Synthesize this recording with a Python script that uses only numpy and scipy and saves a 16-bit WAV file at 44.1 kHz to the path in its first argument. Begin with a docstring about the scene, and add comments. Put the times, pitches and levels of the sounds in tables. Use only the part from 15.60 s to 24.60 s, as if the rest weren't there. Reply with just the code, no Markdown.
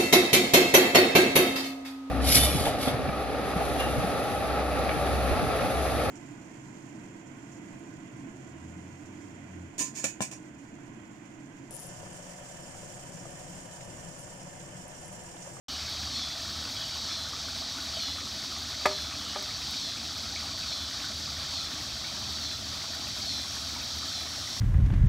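"""A small garden waterfall rushes and bubbles throughout, over the drone of a distant engine.
From the start cicadas buzz in the trees in pulsing phrases, each ending in a drawn-out whine.
At 3.25 s a bamboo water tipper knocks on its rest; it bounces once, 0.5 s later, with faint echoes
from rocks and fence. Meanwhile a far vehicle pulls away. From about 6.5 s a thin insect trill swells."""
import sys
import numpy as np
from scipy import signal
from scipy.fft import rfft, irfft
from scipy.io import wavfile

SR = 44100
rng = np.random.default_rng(int(sys.argv[2]) if len(sys.argv) > 2 else 0)


def to_wav(sig):
    """Store sig (one row per channel, or 1-D mono) as 16-bit WAV at the path in sys.argv[1].

    Samples outside -1..1 are clipped; the rate is SR.
    """
    pcm = np.clip(np.atleast_2d(sig), -1, 1) * 32767
    pcm = np.round(pcm).astype(np.int16)
    wavfile.write(sys.argv[1], SR, pcm.T)  # frames by channels


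N = 396900
TIME = np.arange(N) / SR
# near cicada, buzz drops into whine: t/s, whine level/dB
NEAR_CICADA_PHRASES = [(0.53, -41), (1.465, -42), (2.383, -41), (3.29, -44.5), (4.181, -44), (5.085, -44.5),
                       (5.94, -45), (6.807, -45.5), (7.669, -42.5), (8.51, -46)]


def undb(db):
    """Decibels to gain."""
    return 10 ** (np.asarray(db) / 20)


def unit(x):
    """Scale to rms 1."""
    return x / np.sqrt(np.mean(x ** 2))


def colour(x, points):
    """Filter by a spectrum of (f/Hz, gain/dB) points."""
    hz, db = np.transpose(points)
    bins_hz = np.maximum(np.fft.rfftfreq(len(x), 1 / SR), 1)
    gain = undb(np.interp(np.log(bins_hz), np.log(hz), db))
    return irfft(rfft(x) * gain, len(x))


def walk(rate_hz):
    """Smooth random signal, rms 1, bandwidth about rate_hz."""
    lowpass = np.exp(-(np.fft.rfftfreq(N, 1 / SR) / rate_hz) ** 2)
    return unit(irfft(rfft(rng.standard_normal(N)) * lowpass, N))


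def fade(t, t60_s):
    """Exponential decay, 60 dB in t60_s."""
    return np.exp(-np.log(1000) * t / t60_s)


def add(out, at_s, sound):
    """Mix sound into out at at_s."""
    i = max(int(at_s * SR), 0)
    out[i:i + len(sound)] += sound[:max(N - i, 0)]


def tone(hz, width_hz, rough):
    """Partial of rms 1; its rough share is smeared into a narrow band."""
    phase = 2 * np.pi * np.cumsum(hz * np.ones(N)) / SR
    in_phase = 1 - rough + rough * walk(width_hz)
    quadrature = rough * walk(width_hz)
    return unit(in_phase * np.sin(phase) + quadrature * np.cos(phase))


def tipper(crack_db=-7, attack_s=.0012):
    """Each blow rings the bamboo once and cracks at every touch of its chatter; a slower blow is duller."""
    # blows on the rest: t/s, level/dB, contact cut-off/Hz
    knocks = [(3.2549, -11, 4500), (3.7570, -23.5, 1000)]
    # touches within a blow: delay/s, level/dB
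    contacts = [(0, -4), (.0034, 2.5), (0.0094, -5), (.0140, -9)]
    # modes of tube and air column: f/Hz, level/dB, t60/s
    tube_modes = [(250, -15, .025), (391, -18.5, .28), (570, -3.5, .036), (609, -13, .26), (700, -6, .022),
                  (790, -2, .025), (865, -2, .022), (960, -5, .028), (1150, -11, .035), (1218, -4, .058),
                  (1715, -3.5, .04), (2070, -14, .035), (2290, -10, .03), (2540, -13, .03),
                  (3830, -16, .03), (6100, -14, .02)]
    # contact crack: f/Hz, level/dB
    crack_spectrum = [(120, -34), (250, -15), (450, -20), (850, 4), (1400, -4), (2400, -3), (3200, -11),
                      (6200, -11), (9000, -17), (15000, -17)]
    out, t = np.zeros(N), TIME[:SR // 2]
    # neighbouring modes oppose each other, so the knock builds over a few ms
    ring = sum((-1) ** k * undb(db) * np.sin(2 * np.pi * hz * t) * fade(t, t60_s)
               for k, (hz, db, t60_s) in enumerate(tube_modes))
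    chatter = sum(undb(db) * (t >= delay_s) * fade(np.abs(t - delay_s), .021) for delay_s, db in contacts)
    for at_s, db, cutoff_hz in knocks:
        crack = unit(colour(rng.standard_normal(len(t)), crack_spectrum)) * chatter
        blow = (ring + undb(crack_db) * crack) * (1 - np.exp(-t / attack_s))
        add(out, at_s, undb(db) * signal.lfilter(*signal.butter(1, cutoff_hz, fs=SR), blow))
    return garden(out, wet_db=-15.5, t60_s=.29, fence_s=.054, fence_db=-24)


def bubble(hz, cycles, glide):
    """A ringing air pocket; its pitch rises as it nears the surface."""
    life_s = cycles / hz
    t = TIME[:int(life_s * SR) + 2]
    phase = 2 * np.pi * hz * t * (1 + glide * t / life_s / 2)
    return np.sin(phase) * fade(t, life_s) * (1 - np.exp(-t * hz))


def babble(count, low_hz, high_hz, cycles, spread_db):
    """Swarm of bubbles of all sizes, a few much louder than the rest."""
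    out = np.zeros(N)
    for when, pitch, loud, life in rng.random((count, 4)):
        hz = low_hz * (high_hz / low_hz) ** pitch
        gain = undb(-spread_db * np.log(1 - .985 * loud)) * hz / low_hz
        add(out, when * N / SR, gain * bubble(hz, cycles * (.5 + life), glide=.11))
    return unit(out)


def waterfall(rush_db=-46, babble_db=-48, spray_db=-64, spray_db_per_s=.3, drop_trim_db=-5.5):
    """Rushing water, bubbles in the pool below, spurts of spray ticking on the stones."""
    # falling water: f/Hz, level/dB
    water_spectrum = [(110, 0.5), (170, 0.5), (260, 2.5), (340, -5), (430, -10.5), (520, -9.5), (650, -1),
                      (950, -7), (1250, -1.5), (1700, -6), (2250, -6.5), (2800, -4), (10000, -16),
                      (15500, -24.5)]
    # loudest pool bubbles: t/s, level/dB, f/Hz
    plops = [(0.593, -32, 2270), (1.733, -28, 1200), (2.185, -29, 1420), (2.368, -32, 646),
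             (2.583, -30, 1230), (4.761, -25, 2256), (5.442, -28, 1480), (6.446, -30, 2220),
             (8.162, -32.5, 936)]
    # loudest drops on stone: t/s, level/dB
    stone_drops = [(3.8271, -28), (4.1089, -27), (7.5656, -32), (8.1872, -31), (8.2835, -34), (8.8936, -31)]
    rush = unit(colour(rng.standard_normal(N), water_spectrum)) * undb(.9 * walk(17))
    pool = babble(count=7000, low_hz=190, high_hz=2587, cycles=24.5, spread_db=2.5)
    pool = unit(colour(pool, water_spectrum))
    ticks = babble(count=3600, low_hz=7000, high_hz=15500, cycles=16, spread_db=1.9)
    ticks = colour(ticks, [(7000, -3), (10000, -5), (12000, 0), (15000, -7)])
    spray = unit(ticks * undb(2 * walk(18)))
    splash = undb(babble_db) * pool + undb(spray_db + spray_db_per_s * TIME) * spray
    for at_s, db, hz in plops:
        add(splash, at_s, undb(db) * bubble(hz, cycles=36, glide=.071))
    for at_s, db in stone_drops:
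        slap = np.diff(rng.standard_normal(SR // 100 + 1)) / 2
        add(splash, at_s, undb(db + drop_trim_db) * slap * fade(TIME[:len(slap)], .0084))
    return undb(rush_db) * rush + garden(splash, wet_db=-10, t60_s=.11, fence_s=.049, fence_db=-23)


def cicada_chorus(start_db=-37.7, rise_db_per_s=.09, flicker_db=.5, wander_db=.2):
    """Many far cicadas blur into a sizzling band; two groups flicker independently."""
    # chorus band: f/Hz, level/dB
    chorus_spectrum = [(2750, -28.5), (3100, -4.5), (3500, -2), (3900, 0.5), (4100, 0), (4450, 1.5),
                       (4950, -2), (5550, -1.5), (6200, -6), (7000, -13), (7600, -16), (7800, -14),
                       (8300, -21), (10300, -33)]
    groups = sum(colour(rng.standard_normal(N), chorus_spectrum) * undb(flicker_db * walk(21))
                 for _ in range(2))
    # swells into each near whine, slackens, recovers
    swell_db = sum(np.interp(TIME - at_s, [-.13, 0, .16, .28], [0, 1.3, -.9, 0])
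                   for at_s, _ in NEAR_CICADA_PHRASES)
    return unit(groups) * undb(start_db + rise_db_per_s * TIME + swell_db + wander_db * walk(4))


def near_buzz(level_db=-43, upper_hz=4600, lower_hz=3890, lower_db=-6, sag_hz=280):
    """Before each whine the near cicada's buzz swells in two body resonances, then sags and dies down."""
    effort, sag = np.zeros(N), np.zeros(N)
    for at_s, _ in NEAR_CICADA_PHRASES:
        effort += np.interp(TIME - at_s, [-.64, -.63, -.0062, .11], [.013, .28, .86, .0057])
        sag += np.interp(TIME - at_s, [-.04, .05, .2], [0, 1, 0])
    upper = tone(upper_hz - sag_hz * sag, width_hz=95, rough=1)
    lower = tone(lower_hz - sag_hz * sag, width_hz=100, rough=1)
    return undb(level_db) * effort * (upper + undb(lower_db) * lower)


def whine(phrases, partials, length_s, rough, upper_db=0, pitch=1):
    """Tymbals fall into an even beat: clean partials stand out in turn and linger."""
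    out, rows = np.zeros(N), np.array(phrases)
    nearest = np.searchsorted((rows[1:, 0] + rows[:-1, 0]) / 2, TIME)
    at_s, db = rows[nearest].T
    progress = (TIME - at_s) / length_s
    for k, (hz, partial_db, entry, end) in enumerate(partials):
        arc = np.clip((progress - entry) / (end - entry), 0, 1)
        swell = np.sqrt(np.abs(np.sin(np.pi * arc ** .5)))
        gain = undb(db + partial_db + upper_db * (k > 0))
        out += gain * swell * tone(hz * pitch, width_hz=21, rough=rough)
    return out


def near_whine(shrink_s_per_s=.009, upper_db_per_s=.55):
    """As the near cicada sings on, its whines get shorter, brighter and slightly higher."""
    # whine partials: f/Hz, level/dB, entry/length, end/length
    near_partials = [(3438, -1, .07, 1), (3608, -11, .1, 1), (3978, -1, .14, 1), (4160, -1.5, .05, .9),
                     (4328, -1, -.08, .5), (5058, -9, .1, .75), (5412, -5.5, .05, .65),
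                     (5768, -8.5, .05, .55)]
    length_s = .265 - shrink_s_per_s * TIME
    upper_db = -1 + upper_db_per_s * TIME
    creep = np.interp(TIME, [2.5, 5.5], [1, 1.007])
    return whine(NEAR_CICADA_PHRASES, near_partials, length_s, rough=.18, upper_db=upper_db, pitch=creep)


def far_whine():
    """A lower cicada, further off, whines at its own pace."""
    # whines: t/s, level/dB
    far_phrases = [(-.02, -48), (1.14, -43.5), (2.31, -46), (3.57, -47.5), (5.18, -50.5)]
    # whine partials: f/Hz, level/dB, entry/length, end/length
    far_partials = [(2921, -4.5, .35, 1), (3070, -1, .1, .7), (3150, -6, .6, 1.1), (3342, -1, .05, .65)]
    return whine(far_phrases, far_partials, length_s=.23, rough=.3)


def insect_trill(trill_hz=5560, octave_db=-16, sizzle_db=-4):
    """Thin, narrow rasp with its octave and a wide sizzle."""
    # trill loudness: t/s, level/dB
    trill_levels = [(0, -78), (6.4, -72), (6.8, -53), (7.15, -64), (7.6, -48), (8, -45), (8.25, -55),
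                    (8.55, -48), (9, -44)]
    level_db = np.interp(TIME, *np.transpose(trill_levels))
    sizzle = unit(colour(rng.standard_normal(N), [(4000, -32), (5800, 7), (9000, -5), (15000, -21)]))
    rasp = tone(trill_hz, width_hz=140, rough=1)
    octave = tone(2 * trill_hz, width_hz=650, rough=1)
    return undb(level_db) * (rasp + undb(octave_db) * octave + undb(sizzle_db) * sizzle)


def engine(lines_db=-3, rumble_db=-4, wander_db=1.3):
    """Only wavering low lines and a rumble carry this far; they fade and return on the way."""
    # engine lines: f/Hz, level/dB
    engine_lines = [(76, 0.5), (94, -6.5), (119, -11.5), (154, -10.5), (205, -11)]
    # rumble: f/Hz, level/dB
    rumble_spectrum = [(20, -34), (35, -41), (55, 8.5), (78, 9.5), (100, 8.5), (140, 4.5), (220, -49)]
    # engine loudness: t/s, level/dB
    engine_levels = [(0, -49), (2.2, -50), (3.2, -52), (4.7, -49), (6.2, -48), (9, -49)]
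    speed = 1 + .00806 * walk(.596)
    lines = sum(undb(db) * tone(hz * speed, width_hz=4.9, rough=.36) for hz, db in engine_lines)
    rumble = unit(colour(rng.standard_normal(N), rumble_spectrum))
    level_db = np.interp(TIME, *np.transpose(engine_levels)) + wander_db * walk(9)
    return undb(level_db) * (undb(lines_db) * lines + undb(rumble_db) * rumble)


def vehicle():
    """A faint motor note climbs as a distant vehicle pulls away."""
    # motor note: t/s, f/Hz, level/dB
    motor_track = [(3, 269, -80), (3.5, 278.7, -59), (4.3, 292, -59), (5, 298, -66), (5.6, 302, -80)]
    at_s, hz, db = np.transpose(motor_track)
    return undb(np.interp(TIME, at_s, db)) * tone(np.interp(TIME, at_s, hz), width_hz=3.2, rough=.42)


def garden(x, wet_db, t60_s, fence_s, fence_db):
    """Direct sound, scatter from rocks and shrubs, a later echo from the fence."""
    t = TIME[:SR // 2]
    scatter = colour(rng.standard_normal(len(t)), [(300, -5.5), (900, -2.5), (2500, -1.5), (9000, -6.5)])
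    scatter *= fade(t, t60_s) * np.minimum(t / .0076, 1)
    out = x + undb(wet_db) * signal.fftconvolve(x, scatter / np.linalg.norm(scatter))[:N]
    add(out, fence_s, undb(fence_db) * x)
    return out


def scene():
    """All sources at one microphone."""
    whines = near_whine() + far_whine()
    mono = tipper() + waterfall() + cicada_chorus() + near_buzz() + whines
    mono += insect_trill() + engine() + vehicle()
    return np.array([mono, mono])


def record(dry):
    """The microphone opens after a moment; it cuts deep bass, notches the treble and cuts the top."""
    open_s, low_hz, notch_hz, top_hz = .083, 38, 10400, 15680
    heard = signal.sosfilt(signal.butter(6, low_hz, "high", fs=SR, output="sos"), dry)
    heard -= .4 * signal.lfilter(*signal.iirpeak(notch_hz, 20, fs=SR), heard)
    heard *= np.clip((TIME - open_s) * SR / 64, 0, 1)
    return signal.sosfilt(signal.ellip(10, .1, 70, top_hz, fs=SR, output="sos"), heard)


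dry = scene()
out = record(dry)
to_wav(out)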